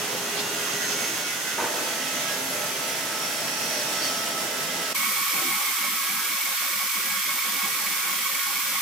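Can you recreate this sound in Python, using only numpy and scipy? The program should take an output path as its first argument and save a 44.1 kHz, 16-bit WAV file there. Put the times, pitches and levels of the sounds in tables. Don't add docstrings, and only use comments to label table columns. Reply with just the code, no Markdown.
import sys
import numpy as np
from scipy import signal
from scipy.fft import rfft, irfft, next_fast_len
from scipy.io import wavfile
from scipy.ndimage import uniform_filter1d

SR = 44100
rng = np.random.default_rng(int(sys.argv[2]) if len(sys.argv) > 2 else 0)


def store_pcm(level_fs):
    pcm = np.round(np.clip(level_fs, -1, 1) * 32767).astype(np.int16)
    wavfile.write(sys.argv[1], SR, np.atleast_2d(pcm).T)


N = 388521
T = np.arange(N) / SR
SIZE = next_fast_len(N, real=True)
HZ = np.maximum(np.arange(SIZE // 2 + 1) * SR / SIZE, 1)

WHEEL_HZ, TOOTH_HZ = 6.19, 1101
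ROLL_S, CUT_S = 1.53, 4.945

# pitch in Hz, relative dB running free, the same in the cut.
BAND_MODES = [(1524, -56, -60), (1647, -55, -58), (1819, -58, -59), (1879, -59, -63), (1948, -56, -56.5),
              (2033, -55, -62), (2085, -60, -57), (2221, -59, -57), (2343, -61, -61), (2544, -58, -71),
              (2605, -57, -64), (3071, -61, -62), (3216, -58, -58), (3252, -59, -60), (3357, -59, -59),
              (3507, -59, -59), (3646, -61, -58), (4317, -67, -59), (4463, -61, -64), (4535, -60, -78),
              (5133, -61, -60), (5209, -64, -60), (5285, -59, -63), (5365, -60, -64), (5445, -58, -70),
              (5516, -61, -66), (5674, -63, -68), (5830, -63, -68), (5905, -61, -63), (6059, -59, -64),
              (6135, -61, -60), (6626, -63, -65)]


def tooth_whine():
    # multiple, tone in dB, warble depth in Hz, then the rasp's
    # centre in Hz, width in Hz and level in dB.
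    partials = [(1, -4.8, 6, 1170, 130, -5.4), (2, -2.8, 28, 2260, 160, -3), (3, -19, 40, 3400, 200, -19)]
    # place in the turn from 0 to 1, half-length in turns, pitch rise as
    # a share, fundamental in dB, overtones in dB.
    spurts = [(.03, .06, 0, -3, 1), (.12, .035, 0, -10, -4), (.2, .055, 0, 0, -2),
              (.29, .045, .003, -7, -2), (.4, .06, 0, 0, -2), (.54, .05, -.004, -6, -5),
              (.67, .04, .012, -3, -16), (.755, .045, 0, -8, -1), (.825, .04, .05, -5, -1),
              (.92, .045, .012, -9, -5)]
    turn = (T - 5.0) * WHEEL_HZ + .014 * walk(4)
    pulses = [np.exp(-(((turn - at + .5) % 1 - .5) / length) ** 2) for at, length, *_ in spurts]
    pitch_rise = sum(rise * pulse for (_, _, rise, _, _), pulse in zip(spurts, pulses))
    pace = 1 + pitch_rise + .007 * walk(600)
    chatter = undb(3 * walk(130))
    out = 0
    for k, tone_db, warble_hz, rasp_hz, width_hz, rasp_db in partials:
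        phase = 2 * np.pi * np.cumsum(k * TOOTH_HZ * pace + warble_hz * walk(70)) / SR
        tone = np.sqrt(2) * np.sin(phase) * undb(tone_db)
        rasp = noise(np.sqrt(resonance(rasp_hz, width_hz))) * undb(rasp_db)
        bite = undb(-18)
        for (*_, fundamental_db, overtone_db), pulse in zip(spurts, pulses):
            bite += pulse * undb((fundamental_db if k == 1 else overtone_db) + 1.6 * walk(12))
        out += shed(tone * unit(bite * chatter), t60=.3, wet_db=-13) + rasp * unit(bite ** .75)
    return unit(out)


def sawdust():
    # frequency in Hz, relative level in dB.
    spray = [(600, -22), (800, 3), (1000, 6.5), (1250, 4.5), (1700, 5), (2400, 7.5), (3900, 6), (6200, 7),
             (6900, 5), (7900, 7), (9500, 5), (11200, 6), (12000, 10.5), (13700, 3.5), (15100, 10),
             (16000, -22)]
    return shaped(spray) * undb(.44 * each_turn(multiples=(6, 7, 8)))


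def loaded_ring():
    # pitch in Hz, dB before settling, dB after.
    song_modes = [(1300, -42.5, -50), (1432, -46.5, -46), (1561, -58, -56), (10056, -53, -53)]
    ring = ringing([(hz, db) for hz, _, db in BAND_MODES], width_hz=3.6, widen=.00047)
    settled = ramp(6.33, .5)
    song = sum(ringing([(hz, before)], width_hz=6.1, widen=.001) * undb((after - before) * settled)
               for hz, before, after in song_modes)
    return ring * undb(10) + song


def cutting():
    hard_bite = 1 - ramp(CUT_S + .72, .75)
    dust = sawdust() * undb(-27 + 1.24 * hard_bite)
    ring = loaded_ring()
    whine = tooth_whine() * undb(-33.5 + 2.5 * hard_bite)
    low_cut = signal.butter(14, 960, "high", fs=SR, output="sos")
    return signal.sosfilt(low_cut, dust + ring + whine)


def guide_hiss(mode_count=80):
    # frequency in Hz, relative level in dB.
    friction = [(600, -27), (1300, 5.5), (1900, 7.5), (2400, 4.5), (2800, 6.5), (3300, 4.5), (4100, 2.5),
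                (5500, 3.5), (7200, 3), (8300, 3.5), (9400, 0), (10800, 2.3), (12500, -0.5), (13500, -0.5),
                (16000, -6)]
    press = pressure()
    hiss = shaped(friction) * undb(.25 * each_turn(multiples=(1, 5, 7)) + .55 * walk(30))
    mode_hz = 2400 * (7300 / 2400) ** ((np.arange(mode_count) + rng.random(mode_count)) / mode_count)
    mode_db = 2 * rng.standard_normal(mode_count)
    crowd = unit(shifting_ring(list(zip(mode_hz, mode_db)), spread_db=3.5, groups=6))
    return (hiss * undb(-.5 + 2.5 * press) + crowd * undb(-10 + 12 * press)) * undb(-31 + rolling())


def free_ring():
    ring = shifting_ring([(hz, db) for hz, db, _ in BAND_MODES], spread_db=2.3, groups=5)
    return ring * undb(6.5 + 1.5 * pressure())


def singing_modes():
    # pitch in Hz, dB with the carriage standing, dB with it rolling,
    # dB added by full pressure.
    modes = [(412, -41, -51, 1), (1303, -52, -44.5, 0), (1432, -46, -56, 1), (1524, -50, -60, 0),
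             (1948, -54, -59, 5), (2035, -57, -51, 2), (2221, -53, -58, 1), (2544, -64, -57, 1),
             (2611, -60, -56, 3), (2789, -53, -60, 1), (3216, -56, -58, 3), (4533, -68, -62, 12),
             (6385, -49, -57, 3)]
    # start in seconds, length in seconds, Hz near which modes
    # squeal, boost in dB of which tone and halo each take a share.
    squeals = [(.45, 1.2, 1432, 6), (.78, 0.11, 1948, 15), (.95, 0.37, 2221, 12.5), (1.08, .5, 1524, 1.5),
               (2.75, 0.36, 2035, 9), (3.1, .2, 2221, 14), (3.25, 0.29, 2611, 10), (3.79, .5, 2035, 6),
               (2.81, 0.49, 1303, 8), (3.886, 0.54, 1303, 8), (4.603, 0.52, 1303, 6), (.22, 0.58, 2789, 13),
               (.65, .55, 6385, 10.5), (1.0, .25, 3216, 4), (1.85, .3, 1524, 18), (3.5, 0.52, 2544, 10),
               (3.92, .45, 3216, 14), (4.0, .15, 4533, 20)]
    speed, press = rolling(), pressure()
    edge_s = .088
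    out = 0
    for hz, standing_db, rolling_db, press_db in modes:
        db = standing_db + (rolling_db - standing_db) * speed + press_db * press + .6 * walk(5)
        if hz < 500:
            db -= 18 * lull()
        boost_db = sum(peak_db * (ramp(s, edge_s) - ramp(s + length, edge_s))
                       for s, length, squeal_hz, peak_db in squeals if abs(squeal_hz / hz - 1) < .03)
        tone = np.sqrt(2) * np.sin(2 * np.pi * np.cumsum(hz + .9 * walk(12)) / SR)
        halo = noise(np.sqrt(resonance(hz, 12))) * undb(.35 * boost_db - 4)
        tone *= undb(.9 * boost_db - 3.5 + 1.2 * walk(30))
        out += undb(db) * (tone + halo)
    return out


def guide_rub(start_hz=6380, end_hz=5470, width_hz=370):
    centre_hz = start_hz + (end_hz - start_hz) * ramp(2.9, .97)
    base_hz = 2000
    rub = signal.hilbert(noise(np.sqrt(resonance(base_hz, width_hz))), SIZE)[:, :N]
    sliding = np.real(rub * np.exp(2j * np.pi * np.cumsum(centre_hz - base_hz) / SR))
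    return sliding * undb(-42.5 + 9.5 * pressure())


def scrapes(mode_width_hz=16, rough_db=-9):
    # peak time and length in seconds, centre and width in Hz, level in dB.
    rubs = [(0.138, 0.063, 507, 50, -36.5), (0.39, 0.04, 3940, 2000, -29.5),
            (0.686, 0.032, 1270, 500, -33.5), (0.836, 0.05, 1740, 500, -33),
            (0.913, 0.051, 5430, 3520, -32), (1.1, .2, 5300, 400, -43), (1.126, 0.068, 327, 40, -41),
            (2.166, 0.062, 258, 30, -39), (2.173, 0.11, 6150, 300, -39), (2.285, 0.028, 3000, 1500, -36),
            (2.33, .08, 5380, 250, -41), (2.5, 0.33, 11350, 600, -41), (3.25, .07, 5650, 1200, -36),
            (3.3, 1.2, 10750, 500, -47), (3.44, .12, 5300, 300, -40), (3.72, 0.37, 5830, 550, -36.5),
            (4.02, 0.32, 5500, 500, -39), (4.08, 0.17, 6080, 150, -41), (3.7, 0.64, 4450, 500, -42),
            (4.05, 0.08, 4480, 700, -35.5)]
    mode_power = mode_width_hz * sum(resonance(hz, mode_width_hz) for hz, *_ in BAND_MODES)
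    band_power = mode_power + undb(rough_db) ** 2
    out = 0
    for s, length, hz, width, db in rubs:
        rub = noise(np.sqrt(resonance(hz, width / 2) * band_power))
        out += rub * undb(db) * np.exp(-2 * ((T - s) / length) ** 2)
    return out


def clatter(contact_s=.046, crack_db=-.5, db_per_octave=10.5):
    # start in seconds, level in dB, Hz of the modes struck hardest.
    blows = [(1.580, -28.5, 920), (1.598, -30.5, 1350), (1.617, -32.5, 340), (1.640, -29.5, 926),
             (1.662, -36, 1500), (1.700, -39, 480), (1.738, -35, 600), (1.760, -38, 690),
             (1.786, -45, 1400), (1.812, -37, 450), (1.868, -35, 660)]
    # pitch in Hz, seconds to fall 60 dB, relative level in dB.
    modes = [(182, 0.22, -14), (323, 0.23, -2), (368, 0.23, 2), (486, 0.3, 1), (600, .2, -9),
             (677, 0.25, -5), (884, .16, 2), (928, 0.12, 4), (1240, 0.18, -3), (1518, .3, -5),
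             (1980, 0.27, -11)]
    t = T[:SR // 2]
    attack = 1 - np.exp(-t / .001)
    out = np.zeros(N)
    for s, db, spot_hz in blows:
        ring = 0
        for (hz, t60, mode_db), phase in zip(modes, rng.uniform(0, 2 * np.pi, len(modes))):
            struck_db = mode_db - db_per_octave * abs(np.log2(hz / spot_hz))
            ring += undb(struck_db - 60 * t / t60) * np.sin(2 * np.pi * hz * t + phase)
        crack_filter = signal.butter(2, [spot_hz / 2, spot_hz * 1.84], "band", fs=SR, output="sos")
        crack = unit(signal.sosfilt(crack_filter, rng.standard_normal(len(t)))) * np.exp(-t / contact_s)
        start = int(s * SR)
        out[start:start + len(t)] += undb(db) * (ring + undb(crack_db) * crack) * attack
    return shed(out, t60=1.1, wet_db=-6)


def carriage_hum():
    # pitch in Hz, relative level in dB.
    modes = [(263.8, -53.5), (484.5, -55), (522.2, -53), (597.5, -48.5), (635.2, -51), (672.9, -49.5),
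             (826, -52.5), (860, -55), (899, -52.5), (1384, -53)]
    hum = ringing(modes, width_hz=3.2, widen=.00096)
    return hum * undb(-7 + 9.5 * rolling() + 3 * swell(2.47, .18))


def drive_rumble():
    # frequency in Hz, relative level in dB.
    spectrum = [(25, -46), (50, -38), (75, -25), (100, -12.5), (140, -3.5), (220, -0.5), (400, -2),
                (650, -1.5), (1100, -3.5), (2000, -14), (4000, -46)]
    return shaped(spectrum) * undb(-36 - 1.5 * rolling() - 2.5 * lull() + .96 * walk(24.95))


def suppressed_rumble(band_count=13, reach_hz=620, sink_db_per_s=.9):
    # frequency in Hz, relative level in dB.
    colour = [(25, -36), (60, -25), (100, -25), (140, -3.5), (205, 6.5), (270, 2.5), (340, 1), (450, -3),
              (560, 4), (680, -5), (800, 8), (950, 3), (1100, -5), (2000, -59)]
    # peak time and half-length in seconds, dB in the lowest band.
    surges = [(5.27, .05, -9), (5.446, 0.085, 11.5), (6.007, 0.081, -4), (6.56, .06, -0.5),
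              (7.678, 0.068, 8.5), (7.88, .05, 1), (8.42, 0.042, -9)]
    spectrum = rfft(shaped(colour), SIZE)
    edges_hz = np.append(np.linspace(0, 950, band_count), SR)
    surge_db = sum(db * swell(s, length) for s, length, db in surges)
    out, below = 0, walk(30)
    for low, high in zip(edges_hz, edges_hz[1:]):
        above = walk(30)
        floor = .15 if 140 < low < 240 else .01
        opening = floor + (1 - floor) * (1 + np.tanh(1.6 * (below + above) + .1)) / 2
        surge = undb(surge_db * np.exp(-(low / reach_hz) ** 2))
        band = irfft(spectrum * (HZ >= low) * (HZ < high), SIZE)[:, :N]
        out += band * opening * surge
        below = above
    return unit(out) * undb(-43 - sink_db_per_s * (T - CUT_S) + .13 * walk(7.2))


def shed(x, t60, wet_db):
    t = T[:SR]
    tail = rng.standard_normal((2, SR)) * undb(-60 * t / t60) * (t > .004)
    tail /= np.sqrt(np.sum(tail ** 2, axis=1, keepdims=True))
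    return x + undb(wet_db) * signal.fftconvolve(x[None], tail, axes=1)[:, :N]


def placed(x, balance):
    gains = undb(across(balance, HZ) * np.array([[.5], [-.5]]))
    return irfft(rfft(x, SIZE) * gains, SIZE)[:, :N]


def pressure():
    # peak time, rise and fall in seconds, then strength from 0 to 1.
    presses = [(.91, 0.22, 0.33, 0.7), (4.06, 0.27, 0.21, 0.43)]
    return sum(strength * np.exp(-np.maximum((s - T) / rise, (T - s) / fall))
               for s, rise, fall, strength in presses)


def rolling(start_up_s=.28):
    return ramp(ROLL_S + start_up_s / 2, start_up_s)


def lull():
    return swell(ROLL_S - .14, .24)


def each_turn(multiples):
    phases = rng.uniform(0, 2 * np.pi, len(multiples))
    return unit(sum(np.cos(2 * np.pi * k * WHEEL_HZ * T + phase + .3 * walk(3))
                    for k, phase in zip(multiples, phases)))


def shifting_ring(modes, spread_db, groups):
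    return sum(ringing(modes[k::groups], width_hz=3.4, widen=.0008) * unit(undb(spread_db * walk(5)))
               for k in range(groups))


def ringing(modes, width_hz, widen):
    power = sum(undb(db) ** 2 * resonance(hz, width_hz + widen * hz) for hz, db in modes)
    return noise(np.sqrt(power)) * np.sqrt(sum(undb(db) ** 2 for _, db in modes))


def resonance(hz, width_hz):
    return 1 / (1 + ((HZ - hz) / width_hz) ** 2) ** 2 / width_hz


def noise(gain):
    # frequency in Hz, likeness from 0 to 1.
    likeness = [(30, 0.4), (130, 0.97), (300, 0.77), (700, 0.79), (1400, 0.42), (3000, 0.42), (7000, 0.11),
                (15000, 0.23)]
    alike = across(likeness, HZ)
    mid, side = rng.standard_normal((2, len(HZ))) + 1j * rng.standard_normal((2, len(HZ)))
    mid, side = mid * np.sqrt(1 + alike), side * np.sqrt(1 - alike)
    return unit(irfft(gain * np.array([mid + side, mid - side]), SIZE)[:, :N])


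def shaped(points):
    return noise(undb(across(points, HZ)))


def walk(rate):
    hold = max(int(SR / rate), 2)
    steps = np.repeat(rng.standard_normal(N // hold + 1), hold)
    return unit(uniform_filter1d(uniform_filter1d(steps, hold), hold)[:N])


def ramp(s, length_s):
    return .5 + .5 * np.sin(np.pi * np.clip((T - s) / length_s, -.5, .5))


def swell(s, half_length_s):
    return np.exp(-((T - s) / half_length_s) ** 2)


def across(points, hz):
    point_hz, value = np.transpose(points)
    return np.interp(np.log(hz), np.log(point_hz), value)


def undb(db):
    return 10 ** (np.asarray(db) / 20)


def unit(x):
    return x / np.sqrt(np.mean(x ** 2))


def scene():
    # frequency in Hz, left minus right in dB.
    free_balance = [(100, 0), (700, -1.5), (1300, -1.5), (4400, -3), (8000, -3.5), (15000, 0.5)]
    cut_balance = [(100, 6), (700, -2), (4400, -2.5), (8000, -2), (15000, -0.5)]
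    free = drive_rumble() + guide_hiss() + free_ring() + carriage_hum()
    free += singing_modes() + guide_rub() + scrapes() + clatter()
    cut = cutting() + suppressed_rumble()
    dip_s, dip_db = 4.93, -10
    before_dip = np.clip((dip_s - T) / .002 + .5, 0, 1)
    cut_gain = np.clip((T - CUT_S) / .008 + .3, 0, 1)
    free_gain = before_dip + undb(dip_db) * (1 - before_dip) * (1 - cut_gain)
    return placed(free, free_balance) * free_gain + placed(cut, cut_balance) * cut_gain


def record(dry):
    return signal.sosfilt(signal.ellip(10, .2, 75, 15900, fs=SR, output="sos"), dry)


dry = scene()
out = record(dry)
store_pcm(out)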